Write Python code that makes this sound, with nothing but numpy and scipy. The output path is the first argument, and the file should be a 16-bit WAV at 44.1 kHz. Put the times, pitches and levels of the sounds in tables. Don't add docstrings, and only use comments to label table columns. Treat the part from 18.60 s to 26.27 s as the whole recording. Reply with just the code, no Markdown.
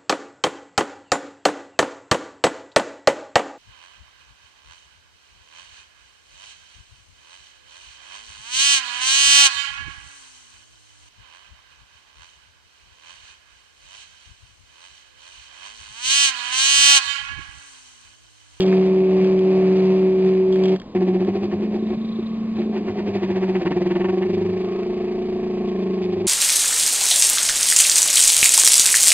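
import sys
import numpy as np
from scipy import signal
from scipy.fft import rfft, irfft
from scipy.io import wavfile
from scipy.ndimage import uniform_filter1d

SR = 44100
rng = np.random.default_rng(int(sys.argv[2]) if len(sys.argv) > 2 else 0)


def unload_wav(signal):
    wavfile.write(
        sys.argv[1],
        SR,
        np.round(np.clip(np.atleast_2d(signal).T, -1, 1) * 32767).astype(np.int16),
    )


N = 338200
T = np.arange(N) / SR
STOP_S, START_S = 2.143, 2.345
TRAVEL_HZ, TOP_SPEED = 37.55, 28.3

BED_KICKS = [0.81, 0.2, 0.084, 0.067, 0.073, 0.04, 0.13, 0.43]
# f/Hz, relative level/dB
CLATTER_COLOUR = [(60, -25.5), (100, 1.5), (140, -9), (280, 5), (450, 3.5), (600, 2.5), (760, 3.5),
                  (850, -8.5), (1130, -17.5), (1350, -30.5), (2000, -62.5)]
# f/Hz, relative level/dB
RATTLE_COLOUR = [(600, -13), (1100, -1), (1500, -7.5), (1800, -3), (2050, -3), (2400, 2.5), (2900, -4.5),
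                 (3300, -7), (4000, -10), (4700, -9), (5600, -17), (7400, -26.5), (8300, -41.5),
                 (9200, -59.5)]


def straight_move(low_db=-19, high_db=-17, clatter_db=-37, rattle_db=-38.5):
    # t/s, relative level/dB
    shaking = [(0, -1.5), (.13, 0.5), (.42, -5.5), (.63, -1), (.8, -5), (.95, -1.5), (1.3, -1), (1.53, -7),
               (1.68, -2), (1.87, -9.5), (2.06, -1.5)]
    shake = envelope(shaking)
    steps = TRAVEL_HZ * T
    low_gain = amp(low_db + drift(hz=20.6)) * shake ** 0.72 * ring_out(t60=0.18)
    high_gain = amp(high_db + .5 * drift(hz=17)) * ring_out(t60=0.07)
    low_tone = np.sqrt(2) * np.sin(2 * np.pi * 5 * steps + .3 * drift(hz=4))
    high_tone = np.sqrt(2) * np.sin(2 * np.pi * 10 * steps + .04 * drift(hz=8))
    hum = low_gain * low_tone + high_gain * high_tone
    contact = unit_rms(throb(steps, depth_db=-0.14) * amp(0.36 * low_tone))
    clatter = amp(clatter_db) * coloured(contact * chatter(per_s=3000, spread_db=-1.5), CLATTER_COLOUR)
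    rattle = amp(rattle_db) * coloured(contact * chatter(per_s=7000, spread_db=2), RATTLE_COLOUR)
    return hum + (shake ** 0.8 * (overtones(steps) + clatter) + shake * rattle) * ring_out(t60=0.13)


def overtones(steps, waver=0.28):
    multiples = [4, 6, 7, 8, 11, 12, 13, 14, 15, 16, 17, 18, 19, 20, 22, 23, 24, 25, 28, 30]
    strengths = [-40, -49.5, -56.5, -34.5, -45, -39, -43, -44.5, -39.5, -41, -46.5, -40, -46, -44.5, -50,
                 -52, -49.5, -49.5, -51, -53]
    flutter, out = [drift(hz=8.2) for _ in range(7)], np.zeros(N)
    for k, db in zip(multiples, strengths):
        phase = 2 * np.pi * (k * steps + rng.random()) + waver * flutter[k % len(flutter)]
        out += amp(db) * (1 + waver * flutter[(k + 2) % len(flutter)]) * np.sin(phase)
    return np.sqrt(2) * out


def arc():
    heading, bed_velocity, head_steps, bed_steps = path()
    bed_speed = abs(bed_velocity)
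    onset = np.clip((T - START_S) / 0.0058, 0, 1)
    loose = loose_parts(heading, head_steps, bed_steps, bed_speed, onset)
    hum = frame_hum(heading, head_steps, bed_steps, bed_velocity)
    rumble = bed_rumble(bed_steps, bed_speed)
    faster_steps = np.where(bed_speed > TOP_SPEED / np.sqrt(2), bed_steps, head_steps)
    return onset * (hum + rumble) + loose + squeak(head_steps) + whine(faster_steps)


def path():
    # start t/s, head velocity/(steps/s), bed velocity/(steps/s)
    sides = [(2.345, 23.3, -15.55), (2.63, 24.6, -13.55), (2.82, 25.6, -10.8), (3, 26.5, -8.25),
             (3.18, 27.1, -5.7), (3.36, 27.72, 0), (3.95, 27.3, 5.3), (4.12, 26.6, 8), (4.3, 25.8, 10.2),
             (4.46, 24.9, 12.6), (4.6, 24.2, 14.3), (4.72, 23.6, 15.8), (4.98, 20.9, 19),
             (5.15, 18.7, 20.9), (5.41, 15.4, 23.6), (5.64, 12.6, 25.3), (5.87, 10, 26.5),
             (6.05, 7.8, 27.15), (6.23, 4.5, 27.95), (6.5, 0, 28.3), (6.9, -4.5, 27.95), (7.13, -8.2, 27),
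             (7.4, -10.8, 26.05), (7.52, -12.6, 25.3)]
    starts, head, bed = np.transpose(sides)
    side = np.maximum(np.searchsorted(starts, T, "right") - 1, 0)
    head, bed, running = head[side], bed[side], T > START_S
    heading = uniform_filter1d(np.arctan2(bed, head), size=1500)
    head_steps = .12 + np.cumsum(head * running) / SR
    bed_steps = .2 + np.cumsum(bed * running) / SR
    return heading, uniform_filter1d(bed, size=600), head_steps, bed_steps


def frame_hum(heading, head_steps, bed_steps, bed_velocity):
    # t/s, relative level/dB
    sway_levels = [(2.36, -21.5), (2.52, -20), (2.8, -25.5), (3.3, -24.5), (3.65, -26.0), (4.0, -23.5),
                   (4.33, -28.5), (4.88, -22.5), (5.08, -25.5), (5.3, -24.5), (5.92, -26), (6.12, -32),
                   (6.8, -29.5), (7.27, -24.5), (7.62, -30)]
    # t/s, level/dB
    ring_levels = [(2.36, -20), (2.62, -22), (2.8, -26), (3.15, -27), (3.33, -27.5), (3.38, -41.5),
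                   (3.93, -43), (3.99, -26.5), (4.4, -28), (4.7, -25), (5, -23), (5.2, -21.5), (5.8, -22),
                   (6, -25), (6.4, -25), (7.1, -26), (7.65, -23.5)]
    bed = bed_motor(bed_steps, bed_velocity)
    head = head_motor(heading, head_steps)
    frame = bed + below(head, hz=290) + amp(-13) * (head - below(head, hz=270))
    sway, body = below(frame, hz=261.7), below(frame, hz=447)
    slowness = np.cos(heading) ** 2
    ring = (body - sway) * throb(bed_steps, depth_db=4.5) ** slowness
    top = (frame - body) * throb(bed_steps, depth_db=-5.5)
    top_gain = bed_drive(abs(bed_velocity), db=-44.5, hump_db=7.5, creep_db=5.5, worst_speed=19.9)
    hum = amp(-1) * envelope(sway_levels) * steadied(sway, seconds=0.11)
    hum += envelope(ring_levels) * steadied(ring, seconds=0.14)
    return hum + top_gain * steadied(top, seconds=1)


def bed_motor(steps, velocity, lead_s=.008):
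    # f/Hz, gain/dB
    frame_response = [(50, -32), (100, -13), (130, -30.5), (168, -13.5), (188, 4), (205, -10.5),
                      (225, -9.5), (255, -23), (288, -13.5), (315, -28.5), (348, 1.5), (368, 8), (392, -8),
                      (428, -12), (480, -26.5), (560, -22.5), (615, -26.5), (680, -15), (745, -9),
                      (810, -32.5), (900, -25.5), (1000, -43), (1090, -18), (1280, -51), (2500, -84)]
    return through_body(stepper(steps + lead_s * velocity, BED_KICKS, rough=0.05), frame_response)


def head_motor(heading, steps):
    head_kicks = [3.26, 1.3, 2, 2.3, 2, 1.64, 0.51, 1.2]
    # f/Hz, width/Hz, signed gain
    modes = [(111, 40, 0.39), (182.4, 7.4, 0.94), (241, 49, -0.14), (372.3, 31, -0.66), (405, 37, 0.089),
             (563, 9.7, 0.07), (686, 76, 0.022), (1111, 19, -0.089)]
    kicks = signal.sosfilt(butter(4, 900), stepper(steps, head_kicks, rough=0.19))
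    ring = sum(gain * resonate(kicks, hz, width) for hz, width, gain in modes)
    head = signal.sosfilt(butter(5, 176, "high"), ring * np.cos(heading) ** 4)
    return head - 0.24 * resonate(head, hz=235, width=40)


def stepper(steps, sizes, rough):
    micro = np.floor(len(sizes) * steps).astype(int)
    at = np.flatnonzero((np.diff(micro) != 0) & (T[1:] > START_S))
    which = np.maximum(micro[at], micro[at + 1]) % len(sizes)
    kicks = np.zeros(N)
    kicks[at] = np.array(sizes)[which] * (1 + rough * rng.standard_normal(N)[at])
    return kicks


def bed_rumble(steps, speed, boom_hz=101, thud_hz=99, thud_speed=11):
    kicks = stepper(steps, BED_KICKS, rough=0.49)
    thuds = unit_rms(resonate(resonate(kicks, thud_hz, width=32), thud_hz, width=16))
    push = np.sin(2 * np.pi * 4 * steps) * (T > START_S)
    boom = resonate_twice(push, boom_hz, width=7)
    rocking = (speed / TOP_SPEED) ** 30 * np.sin(2 * np.pi * steps)
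    return amp(-47) * bell(speed, thud_speed, spread=3) * thuds + amp(-35) * boom + amp(-46) * rocking


def loose_parts(heading, head_steps, bed_steps, speed, onset, judder_speed=16):
    clatter_gain = bed_drive(speed, db=-43.5, hump_db=8, creep_db=18, worst_speed=20.3)
    clatter_gain *= amp(6 / (1 + (speed / judder_speed) ** 6))
    rattle_gain = bed_drive(speed, db=-48, hump_db=5, creep_db=3.5, worst_speed=17.3)
    rattle_gain *= amp(1.4 * np.sin(2 * heading))
    knock_gain = rattle_gain ** 2 / rattle_gain.max() * throb(bed_steps, depth_db=0.5)
    # f/Hz, relative level/dB
    knock_colour = [(600, -23.5), (900, 7), (1100, -7), (1300, -14), (1500, -9.5), (1780, -1), (2050, -5.5),
                    (2500, -10.5), (3200, -16.5), (5000, -41), (9000, -83)]
    loose = clatter_gain * coloured(chatter(per_s=3800, spread_db=-2.5), CLATTER_COLOUR)
    loose += rattle_gain * coloured(chatter(per_s=7000, spread_db=-1.5), RATTLE_COLOUR)
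    loose += knock_gain * coloured(chatter(per_s=2000, spread_db=1.5), knock_colour)
    bed_throb = throb(bed_steps, depth_db=4.4 - 2.2 * np.sin(heading) ** 8)
    shake = steadied(onset * bed_throb * throb(head_steps, depth_db=0.5), seconds=0.73)
    return onset * shake * loose


def bed_drive(speed, db, hump_db, creep_db, worst_speed, creep_speed=4.6):
    creeping = 1 / (1 + (speed / creep_speed) ** 10)
    return amp(db + hump_db * bell(speed, worst_speed, spread=5.2) - creep_db * creeping)


def slack_knock(at_s=3.587, db=-17, hz=365, rise_s=0.0049):
    age = np.maximum(T - at_s, 0)
    return amp(db) * age / rise_s * np.exp(1 - age / rise_s) * np.sin(2 * np.pi * hz * age)


def carriage_rattles(bounce_s=.0053, strikes=4, bounce_db=-1.5):
    # t/s, peak level/dB
    rattles = [(2.366, -25.5), (2.922, -29.5), (4.172, -28.5), (4.286, -26.5), (4.397, -24.5),
               (4.834, -25.5), (4.958, -22), (5.068, -19), (5.117, -21), (5.312, -22), (5.361, -20),
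               (5.413, -24.5), (5.451, -19.5), (5.494, -22), (5.63, -24)]
    # f/Hz, width/Hz, relative level/dB
    modes = [(930, 78, -1), (1093, 64, -7), (1470, 110, -6.5), (1810, 70, -4), (2030, 150, -2),
             (2410, 360, -1), (2780, 220, -1)]
    t, out = np.arange(2000) / SR, np.zeros(N)
    for s, peak_db in rattles:
        burst = np.zeros(2 * len(t))
        for k in range(strikes):
            ring = sum(amp(db + 2.3 * rng.standard_normal()) * damped_sine(t, hz, width, rng.random())
                       for hz, width, db in modes)
            add_at(burst, (k + .3 * rng.random()) * bounce_s, amp(bounce_db * abs(k - 1)) * ring)
        add_at(out, s - 1.5 * bounce_s, amp(peak_db) * burst / abs(burst).max())
    return below(out, hz=3970)


def loose_metal(buzz_rise_s=0.004, buzz_fade_db_per_s=198.5):
    # f/Hz, width/Hz, relative level/dB
    modes = [(2330, 870, -9.5), (3280, 200, 2), (3700, 340, -4.5), (4610, 260, 3), (6950, 740, -12)]
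    # t/s, relative level/dB
    bouts = [(0, -31), (0.127, -51.5), (1.92, -42.5), (2.035, -36.5), (2.062, -57)]
    # t/s, peak of the dull knock/dB, peak of the ring/dB
    ticks = [(0.126, -20, -36), (0.263, -34, -33.5), (0.6453, -28, -28.5), (.791, -52, -29.5),
             (1.926, -40, -28), (1.958, -27, -29), (2.0366, -41, -23.5), (2.055, -32, -29),
             (2.161, -29.5, -29), (2.199, -42, -30.5), (2.217, -33, -36), (2.648, -33, -33)]
    t = np.arange(1500) / SR
    echoes = 0.48 * rng.standard_normal(len(t)) * np.exp(-t / 0.0026)
    echoes[0] = 1
    ring = np.convolve(echoes, sum(amp(db) * damped_sine(t, hz, width) for hz, width, db in modes))
    knock = np.convolve(echoes, t * damped_sine(t, hz=1950, width=750))
    buzz_gain = np.zeros(N)
    for s, db in bouts:
        age = np.maximum(T - s, 0)
        buzz_gain += np.minimum(age / buzz_rise_s, 1) * amp(db - buzz_fade_db_per_s * age)
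    touches = np.diff(np.floor(5 * TRAVEL_HZ * T), prepend=0) * (1 + 0.9 * rng.standard_normal(N))
    metal = amp(2) * buzz_gain * unit_rms(signal.oaconvolve(touches, ring)[:N])
    for s, knock_db, ring_db in ticks:
        add_at(metal, s, amp(knock_db) * knock / abs(knock).max() + amp(ring_db) * ring / abs(ring).max())
    return signal.sosfilt(butter(10, 7700), metal)


def scrapes(spread_s=0.013):
    # t/s, level/dB
    rubs = [(2.845, -42), (4.175, -50), (4.555, -41), (4.64, -46), (5.745, -42), (6.01, -43), (6.13, -49),
            (7.09, -45.5), (7.225, -45.5), (7.345, -47.5), (7.44, -41), (7.53, -45), (7.605, -47.5)]
    # f/Hz, relative level/dB
    colour = [(1200, -22), (2000, -5), (2500, 4), (3000, -4), (3500, -0.5), (4000, -7.5), (4700, -3.5),
              (5600, -16), (7400, -23), (8500, -52.5)]
    swell = sum(amp(db) * bell(T, s, spread_s) for s, db in rubs)
    return swell * coloured(chatter(per_s=4100, spread_db=2), colour)


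def squeak(head_steps, lag_steps=0.25):
    # t/s, level/dB
    course = [(2.9, -82), (3.24, -53.5), (3.36, -59), (3.47, -48), (3.6, -52), (3.75, -55), (3.85, -68),
              (3.99, -51), (4.3, -84)]
    rub = resonate_twice(rng.standard_normal(N), hz=3680, width=750)
    rub *= throb(head_steps - lag_steps, depth_db=7.5) * amp(2.2 * drift(hz=20))
    return envelope(course) * below(unit_rms(rub), hz=6000)


def whine(steps):
    # t/s, spread/s, level/dB
    swells = [(3.7, 0.2, -56), (6.199, 0.2, -50)]
    swell = sum(amp(db) * bell(T, s, spread) for s, spread, db in swells)
    ring = resonate_twice(rng.standard_normal(N), hz=1190, width=170)
    return swell * unit_rms(throb(steps, depth_db=4) * ring)


def fan():
    # f/Hz, level/dB
    tones = [(209.9, -44.5), (694.4, -57.5), (1050, -68), (2374, -74)]
    return sum(amp(db) * np.sqrt(2) * np.sin(2 * np.pi * hz * T + 0.16 * drift(hz=22))
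               for hz, db in tones)


def room_tone(db=-40):
    # f/Hz, relative level/dB
    colour = [(15, -8), (30, -3.5), (70, -3), (130, 1), (300, 4), (700, -8), (980, -13), (1085, -5.5),
              (1200, -19.5), (1350, -23.5), (2500, -22.5), (4600, -24.5), (5800, -35.5), (7500, -37.5),
              (8500, -53.5), (10000, -88.5)]
    return amp(db) * coloured(rng.standard_normal(N), colour)


def amp(db):
    return 10 ** (np.asarray(db) / 20)


def unit_rms(x):
    return x / np.sqrt(np.mean(x ** 2) + 1e-20)


def envelope(rows):
    return amp(np.interp(T, *np.transpose(rows)))


def bell(x, centre, spread):
    return np.exp(-.5 * ((x - centre) / spread) ** 2)


def ring_out(t60):
    return amp(-60 * np.maximum(T - STOP_S, 0) / t60)


def throb(steps, depth_db):
    return amp(depth_db * np.cos(2 * np.pi * steps))


def steadied(x, seconds):
    window = signal.windows.hann(int(seconds * SR) | 1)
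    power = signal.fftconvolve(x ** 2, window, "same")
    running = signal.fftconvolve(1. * (T > START_S), window, "same")
    return x * np.sqrt((abs(running) + 1e-9) / (abs(power) + 1e-3 * np.mean(power)))


def drift(hz):
    f = np.fft.rfftfreq(N, 1 / SR)
    return unit_rms(irfft(rfft(rng.standard_normal(N)) * np.exp(-(f / hz) ** 2), N))


def chatter(per_s, spread_db):
    size = amp(spread_db * np.minimum(rng.exponential(1, N), 4))
    return rng.standard_normal(N) * size * (rng.random(N) < per_s / SR)


def gain_at(f, points):
    hz, db = np.transpose(points)
    return amp(np.interp(np.log(f + 1), np.log(hz), db))


def coloured(x, points):
    return unit_rms(irfft(rfft(x) * gain_at(np.fft.rfftfreq(N, 1 / SR), points), N))


def through_body(x, points):
    f = abs(np.fft.fftfreq(2 ** 15, 1 / SR))
    log_gain = np.log(gain_at(f, points))
    response = np.fft.ifft(np.exp(np.conj(signal.hilbert(log_gain)))).real
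    return signal.oaconvolve(x, response[:len(f) // 2])[:N]


def damped_sine(t, hz, width, turns=0):
    return np.exp(-np.pi * width * t) * np.sin(2 * np.pi * (hz * t + turns))


def resonate(x, hz, width):
    r = np.exp(-np.pi * width / SR)
    return 2 * signal.lfilter([1 - r], [1, -r * np.exp(2j * np.pi * hz / SR)], x + 1e-18).real


def resonate_twice(x, hz, width):
    return resonate(resonate(x, hz, width), hz, width)


def butter(order, hz, kind="low"):
    return signal.butter(order, hz, kind, fs=SR, output="sos")


def below(x, hz):
    return signal.sosfiltfilt(butter(6, hz), x)


def add_at(track, s, sound):
    part = track[round(s * SR):][:len(sound)]
    part += sound[:len(part)]


def scene():
    mix = straight_move() + arc() + slack_knock() + carriage_rattles() + scrapes() + loose_metal()
    mix += fan() + room_tone()
    return np.array([mix, mix])


def record(dry, clock_hz=12000, image_db=-68, edge_hz=12050):
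    mirrored = dry * (1 + 2 * amp(image_db) * np.cos(2 * np.pi * clock_hz * T))
    delay = np.exp(-2j * np.pi * np.fft.rfftfreq(N, 1 / SR) / clock_hz)
    pair = np.array([irfft(rfft(mirrored[0]) * delay, N), mirrored[1]])
    band_limit = signal.firwin(511, edge_hz, window=("kaiser", 9), fs=SR)
    return signal.oaconvolve(pair, band_limit[None], "same", axes=1)


dry = scene()
out = record(dry)
unload_wav(out)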